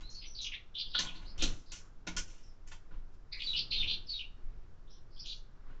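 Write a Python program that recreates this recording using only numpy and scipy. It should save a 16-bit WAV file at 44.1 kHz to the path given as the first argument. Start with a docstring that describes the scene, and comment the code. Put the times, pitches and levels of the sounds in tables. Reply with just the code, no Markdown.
"""A light tap on metal, a whirr of wings and thin chirps: tree sparrows squabble on a small feeder
at a window, and the microphone hears them through a ringing, enclosed space. Their calls slide from
clean whistles to harsh rasps as the syrinx shakes; beaks and claws knock and scuffle, ringing the
feeder. Wings push puffs of air as the birds land and spar, and the draught rumbles on the microphone.
Far noise and the faint hum of distant machinery lie underneath."""
import sys
import numpy as np
from scipy import signal
from scipy.fft import rfft, irfft
from scipy.io import wavfile
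from scipy.ndimage import uniform_filter1d

SR = 44100
rng = np.random.default_rng(int(sys.argv[2]) if len(sys.argv) > 2 else 0)


def wav_record(signal):
    """Record a signal, one row per channel, as 16-bit PCM in the file named by sys.argv[1]."""
    frames = np.transpose(np.atleast_2d(signal))
    bounded = np.clip(frames, -1, 1)
    # unit amplitude maps onto the largest positive 16-bit level
    quanta = np.round(bounded * 32767).astype(np.int16)
    wavfile.write(sys.argv[1], SR, quanta)


N = 255780
TIME = np.arange(N) / SR


def from_db(db):
    """Decibels to gain."""
    return 10 ** (np.asarray(db) / 20)


def rms_one(x):
    """Scale to unit power."""
    return x / np.sqrt(np.mean(x ** 2) + 1e-20)


def butter(x, hz, kind, order):
    """Butterworth filter: kind is "low", "high" or "band"."""
    return signal.sosfilt(signal.butter(order, hz, kind, fs=SR, output="sos"), x)


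def wander(hz, size=N):
    """Random motion up to a given speed, rms 1."""
    return rms_one(butter(rng.standard_normal(size + SR // 10), hz, "low", 2)[-size:])


def coloured_noise(spectrum):
    """Noise shaped by rows of (frequency [Hz], relative level [dB]), rms 1."""
    hz, db = np.transpose(spectrum)
    bins_hz = np.maximum(np.arange(N // 2 + 1) * SR / N, 1)
    gain = from_db(np.interp(np.log(bins_hz), np.log(hz), db))
    return rms_one(irfft(rfft(rng.standard_normal(N)) * gain, N))


def resonate(x, hz, width_hz):
    """A resonance that keeps the power of white noise."""
    radius = np.exp(-np.pi * width_hz / SR)
    feed = np.sqrt((1 - radius ** 2) / 2) * np.array([1, 0, -1])
    feedback = [1, -2 * radius * np.cos(2 * np.pi * hz / SR), radius ** 2]
    return signal.lfilter(feed, feedback, x + 1e-18)


def feeder_knocks(rise_s=.0033, grain_db=6, ring_contact_s=.012):
    """Beaks and claws scuffle on the metal; each first blow thumps the box and rings the rim."""
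    # contacts on the feeder: (time [s], level [dB], scuffle length [s], hardness [dB], thud [dB])
    knocks = [ (.004, -53, 0.015, -6, -6), (0.945, -34, 0.006, -15.5, -7.5), (0.984, -34.5, 0.025, 0.5, -9),
              (1.028, -57, 0.086, -22.5, 1), (1.138, -60, 0.042, -4.5, -3.5),
              (1.215, -62.5, 0.042, -12.5, -4.5), (1.375, -52, 0.03, 2, -3.5), (1.42, -29, 0.0092, 5, 0.5),
              (1.45, -59.5, 0.065, 8.5, 15), (1.714, -48, 0.036, 5.5, -12), (2.066, -37.5, .017, -4, -2.5),
              (2.164, -32, 0.014, 5.5, -16.5), (2.274, -62, 0.085, 3, -3.5), (2.665, -63.5, 0.05, 5, -8),
              (2.712, -45.5, 0.014, -5, -15), (2.908, -68, 0.035, -27.5, 10), (5.697, -69, 0.023, -24, 11)]
    # resonances of the feeder: (frequency [Hz], width [Hz], level [dB])
    feeder_modes = [(118, 13, -8), (176.5, 4.9, 0), (259.4, 24, -5.5), (323.4, 17, -3.5),
                    (359.6, 55, -19.5), (656, 380, -16), (976, 280, -11.5), (1458, 91, -9),
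                    (2050, 1100, -7), (2810, 900, -3.5), (3700, 800, -9), (5570, 1160, -6),
                    (6240, 1700, -6.5), (7120, 350, -13.5)]
    box, rim = 0, 2
    part_borders_hz = [500, 1300, 1800, 4700]   # between box, walls, rim, lid and thin edges
    force, blows = np.zeros((2, 5, N))
    for start, level_db, length, hardness_db, thud_db in knocks:
        at = int(start * SR)
        age = TIME[:min(N - at, SR // 2)]
        push = (1 - np.exp(-age / rise_s)) * np.exp(-age / length)
        # a hard contact rings the thin edges, a soft one the walls
        shares_db = np.array([thud_db - 4, -2.5 - .6 * hardness_db, -2, 0, hardness_db])
        force[:, at:at + len(age)] += np.outer(from_db(level_db + shares_db), push)
        hit = at + int(rise_s * SR)
        weight = from_db(level_db) * np.linalg.norm(push)
        blows[box, hit] += weight * from_db(thud_db - 1)
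        # a brief, soft blow sets the rim ringing; a longer contact damps it
        blows[rim, hit] += weight * from_db(-6.5 - hardness_db) * ring_contact_s / length
    grit = rms_one(from_db(grain_db * wander(400)))
    out = np.zeros(N)
    for hz, width_hz, db in feeder_modes:
        part = np.searchsorted(part_borders_hz, hz)
        scuffle = force[part] * grit * rng.standard_normal(N)
        ring = resonate(scuffle + blows[part], hz, width_hz)
        out += from_db(db) * butter(ring, [hz / 1.6, hz * 1.6], "band", 1)
    return out


def syrinx(course, swing_hz=850, trill_hz=380, throb_db=6, fade_s=.005):
    """A whistle that rasp shakes in pitch and loudness, a few hundred times a second."""
    times, *columns = course.T
    start, end = times[0], times[-1]
    span = (TIME > start - fade_s) & (TIME < end + fade_s)
    t = TIME[span]
    size = len(t)
    pitch_hz, level_db, rasp = (np.interp(t, times, column) for column in columns)
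    trill = 2 * np.pi * np.cumsum(trill_hz * (1 + .2424 * wander(90, size))) / SR
    drive = np.sin(trill) + .7 * wander(600, size)
    # the membranes can only stretch so far, which gives the rasp firm band edges
    shake = rms_one(np.tanh(drive / 2.57))
    phase = 2 * np.pi * np.cumsum(pitch_hz + swing_hz * rasp * shake) / SR
    pulsing = np.cos(trill) + .5 * wander(170, size)
    throb = from_db(throb_db * np.sqrt(rasp) * pulsing + 3.7 * wander(49, size))
    throb /= np.sqrt(uniform_filter1d(throb ** 2, size=800))
    gate = np.clip(np.minimum(t - start, end - t) / fade_s + 1, 0, 1)
    out = np.zeros(N)
    out[span] = np.sqrt(2) * gate * throb * from_db(level_db) * np.sin(phase)
    return out


def call(course, attack_s=.008, attack_db=-17, release_s=.018, release_db=-12):
    """Sing rows of (time [s], pitch [Hz], level [dB], rasp [0-1]), adding an attack and a release."""
    onset = course[0] + [-attack_s, 0, attack_db, 0]
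    ending = course[-1] + [release_s, 0, release_db, 0]
    whistle = syrinx(np.vstack([onset, course, ending]))
    # the call stays within the band that its pitch and rasp can reach
    _, pitch_hz, _, rasp = course.T
    spread_hz = 70 + 1500 * rasp
    band_hz = [np.min(pitch_hz - spread_hz), np.max(pitch_hz + spread_hz)]
    return butter(whistle + 1e-18, band_hz, "band", 4)


def chirp(start, length, first_hz, last_hz, db, crescendo_db, rasp, arch_share=.03):
    """A single slide that swells or fades, its pitch bowing upward in the middle."""
    progress = np.linspace(0, 1, 9)
    arch = 1 + arch_share * np.sin(np.pi * progress)
    pitch_hz = (first_hz + (last_hz - first_hz) * progress) * arch
    level_db = db + crescendo_db * (progress - .5)
    return call(np.column_stack([start + length * progress, pitch_hz, level_db, np.full(9, rasp)]))


def scold(start, high_s, middle_s, low_s, top_hz, db, crescendo_db, swell_db, extra_rasp):
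    """The voice steps down through three registers, sagging in each before it breaks to the next."""
    # high, middle and low register: (share of the top pitch [ratio], level [dB], rasp [0-1])
    registers = [(0.98, -1.5, 0.2), (.832, -1.5, .14), (.63, -3, .26)]
    break_s, sag_per_s = .0052, .5
    lengths = (high_s, middle_s, low_s)
    course, at = [], start
    for length, swell, (share, step_db, rasp) in zip(lengths, (0, swell_db, 0), registers):
        for age in (0, max(length - break_s, length / 2)):
            pitch_hz = top_hz * share * (1 - sag_per_s * (age - length / 2))
            progress = (at + age - start) / sum(lengths)
            level_db = db + step_db + crescendo_db * (progress - .5) + swell * (age / length - .5)
            course.append((at + age, pitch_hz, level_db, rasp + extra_rasp))
        at += length
    return call(np.array(course))


def sparrows(throat_hz=(1900, 6600), hiss_hz=(2300, 5700), hiss_db=-20):
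    """All calls, shaped by the throat and the open beak; air rushing through hisses along with them."""
    # single chirps and rasps: (time [s], length [s], first pitch [Hz], last pitch [Hz], level [dB],
    # crescendo [dB], rasp [0-1])
    chirps = [ (0.032, .09, 3886, 4230, -55, -1, 0.11), (0.102, 0.057, 6000, 5420, -56, 0, 0.77),
              (0.146, 0.044, 4370, 4295, -49.5, 2, 0.17), (0.187, 0.044, 4970, 4710, -55.5, 5, 0.2),
              (0.217, 0.036, 3390, 3350, -52, 4, 0.83), (0.26, 0.075, 5824, 5676, -56, -2.5, 0.18),
              (0.415, .045, 5770, 5510, -46, 1.5, .85), (0.521, 0.022, 2635, 2836, -40.5, 5, 0.64),
              (0.751, 0.021, 3395, 3520, -41, 1, 0.37), (0.784, 0.033, 3664, 3930, -36.5, 2, 0.67),
              (0.848, 0.019, 3410, 3224, -49.5, 1.5, 0.23), (.89, .045, 4680, 3680, -53, 11.5, 0.58),
              (0.946, 0.056, 3690, 3900, -32, -2, 0.58), (1.07, 0.025, 3323, 2784, -44.5, -4, 0.35),
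              (1.154, 0.029, 3630, 4010, -56, -6.5, 0.56), (1.26, .05, 4170, 4780, -56, -2, 0.38),
              (1.394, 0.047, 3228, 3545, -37.5, 11.5, 0.67), (1.66, 0.067, 4560, 4330, -63, 10, 0.5),
              (2.43, 0.081, 5450, 5200, -68.5, -7, 0.24), (3.326, 0.022, 4385, 4150, -42.5, -6, 0.42),
              (3.327, 0.048, 2194, 1994, -49.5, 0.5, 0.35), (3.397, 0.03, 3120, 3363, -40, 3.5, 0.8),
              (3.562, 0.031, 3663, 4010, -32.5, 2.5, 0.8), (3.724, 0.039, 2945, 3152, -37, -5.5, 0.49),
              (3.873, 0.06, 3376, 3760, -33.5, 4.5, 0.58), (4.064, 0.012, 5450, 4600, -57.5, 12, 0.24),
              (4.876, 0.11, 3530, 3680, -71, -1, 0.5), (4.906, 0.075, 5240, 5420, -66.5, -10, 0.33),
              (5.112, 0.11, 4850, 4640, -63, 18, 0.42), (5.167, 0.019, 3290, 3430, -61, -1, 0.2),
              (5.197, .03, 5055, 5035, -47.5, -4.5, 0.4), (5.247, 0.073, 3430, 3913, -45, 10.5, 0.61),
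              (5.259, 0.12, 5840, 5600, -60.5, -12, 1)]
    # scolds: (time [s], high register [s], middle register [s], low register [s], top pitch [Hz],
    # level [dB], crescendo [dB], swell within the middle register [dB], extra rasp [0-1 scale])
    scolds = [(.351, 0.039, 0.059, 0.028, 4638, -41, 10.5, -3.5, 0.14),
              (3.44, .032, 0.063, 0.032, 4655, -36, 5.5, -9.5, -0.037),
              (3.712, .053, 0.059, 0.028, 4388, -32.5, -1.5, 4, 0.098),
              (4.092, 0.042, .058, 0.037, 4546, -38, -3.5, 0.5, -0.022)]
    calls = [scold(*row) for row in scolds] + [chirp(*row) for row in chirps]
    voice = butter(sum(calls), throat_hz, "band", 4)
    effort = np.sqrt(np.abs(uniform_filter1d(voice ** 2, size=300)))
    hiss = rms_one(butter(rng.standard_normal(N), hiss_hz, "band", 6))
    return voice + from_db(hiss_db) * effort * hiss


def swell_at(middle, half_length):
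    """A smooth rise and fall around a moment."""
    return np.exp(-((TIME - middle) / half_length) ** 2)


def wings(beats_per_s=19, depth_db=.5, rustle_rest_db=-67, air_rest_db=-46.5):
    """Wingbeats push soft puffs of air; the draught rumbles on the microphone, and feathers swish."""
    # bursts of wingbeats: (middle [s], half length [s], feather rustle [dB], pushed air [dB])
    flurries = [(0.087, .12, -64, -37.5), (1.259, 0.42, -62, -40.5), (1.466, 0.079, -45, -26),
                (2.166, 0.083, -51.5, -37), (2.96, 0.053, -60, -36.5), (3.589, 0.14, -57, -48.5),
                (3.85, 0.18, -53, -39), (4.532, 0.23, -64.5, -40.5), (5.736, 0.097, -61.5, -48.5)]
    # feathers brushing as birds jostle: (middle [s], half length [s], level [dB])
    swishes = [(3.144, 0.022, -77), (3.49, 0.1, -61.5)]
    # spectra of wing rustle, draught and feather swish: (frequency [Hz], relative density [dB])
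    rustle_colour = [(40, -16), (80, 5), (170, -4.5), (350, -10.5), (700, -20), (1500, -21.5),
                     (4000, -32.5), (9000, -48)]
    draught_colour = [(6, -3.5), (14, 0), (22, -1), (32, -11), (50, -23), (90, -34.5), (200, -44.5),
                      (600, -89)]
    swish_colour = [(800, -19), (3000, -1.5), (6000, -2), (9000, -10.5)]
    power = from_db([[rustle_rest_db], [air_rest_db]]) ** 2
    for middle, half_length, rustle_db, air_db in flurries:
        power = power + np.outer(from_db([rustle_db, air_db]), swell_at(middle, half_length)) ** 2
    rustle_gain, air_gain = np.sqrt(power)
    beat = np.sin(2 * np.pi * np.cumsum(beats_per_s * (1 + .12 * wander(2.8))) / SR)
    swish_gain = sum(from_db(db) * swell_at(middle, half_length) for middle, half_length, db in swishes)
    swish = swish_gain * coloured_noise(swish_colour)
    rustle = rustle_gain * rms_one(from_db(depth_db * beat) * coloured_noise(rustle_colour))
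    draught = air_gain * coloured_noise(draught_colour)
    return rustle + draught + swish


def far_background(ambience_db=-67.5, swell_hz=1157, swell_width_hz=810, swell_db=-84, swing_db=7):
    """Distant machinery gives a wavering hum; far noise swells a little in the midrange."""
    # tones of the machinery: (frequency [Hz], level [dB])
    hum_tones = [(60, -69.5), (91, -73)]
    # spectrum of the far noise: (frequency [Hz], relative density [dB])
    ambience_colour = [(29, -36), (50, -10), (124, -9.5), (200, -18), (426, -18.5), (506, -22),
                       (1530, -27.5), (2350, -43), (5470, -38), (8800, -50), (11400, -98.5), (19400, -120)]
    hum = sum(from_db(db) * resonate(rng.standard_normal(N), hz, width_hz=2.5) for hz, db in hum_tones)
    midrange = resonate(rng.standard_normal(N), swell_hz, swell_width_hz)
    midrange = rms_one(resonate(midrange, swell_hz, swell_width_hz))
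    swell = from_db(swell_db + swing_db * wander(1.7)) * midrange
    return hum + swell + from_db(ambience_db) * coloured_noise(ambience_colour)


def enclosure(x, wet_db, t60, late_db, late_t60, leak_hz=450):
    """Direct sound, dense reflections from near walls and a faint longer tail; the bass leaks out."""
    t = TIME[:SR]
    decay = from_db(-60 * t / t60) + from_db(late_db - 60 * t / late_t60)
    echoes = rng.standard_normal(SR) * decay * (t > .0015)
    echoes = butter(echoes, leak_hz, "high", 2)
    response = from_db(wet_db) * echoes / np.linalg.norm(echoes)
    response[0] = 1   # the direct path
    return signal.fftconvolve(x, response / np.linalg.norm(response))[:N]


def scene():
    """Calls reach the microphone partly direct, knocks mostly by way of the walls."""
    calls = from_db(.06) * enclosure(sparrows(), wet_db=-2, t60=.2, late_db=-23.5, late_t60=.58)
    knocks = from_db(2.5) * enclosure(feeder_knocks(), wet_db=4, t60=.13, late_db=-21.5, late_t60=.53)
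    return (calls + knocks + wings() + far_background())[None]


def record(dry, shelf_hz=7700, top_db=-15, cutoff_hz=8900):
    """The mono microphone steps down in the top treble, then the band ends."""
    body = butter(dry, shelf_hz, "low", 24)
    top = butter(dry, shelf_hz, "high", 12)
    band_limit = signal.ellip(10, .2, 80, cutoff_hz, fs=SR, output="sos")
    return signal.sosfilt(band_limit, body + from_db(top_db) * top)


dry = scene()
out = record(dry)
wav_record(out)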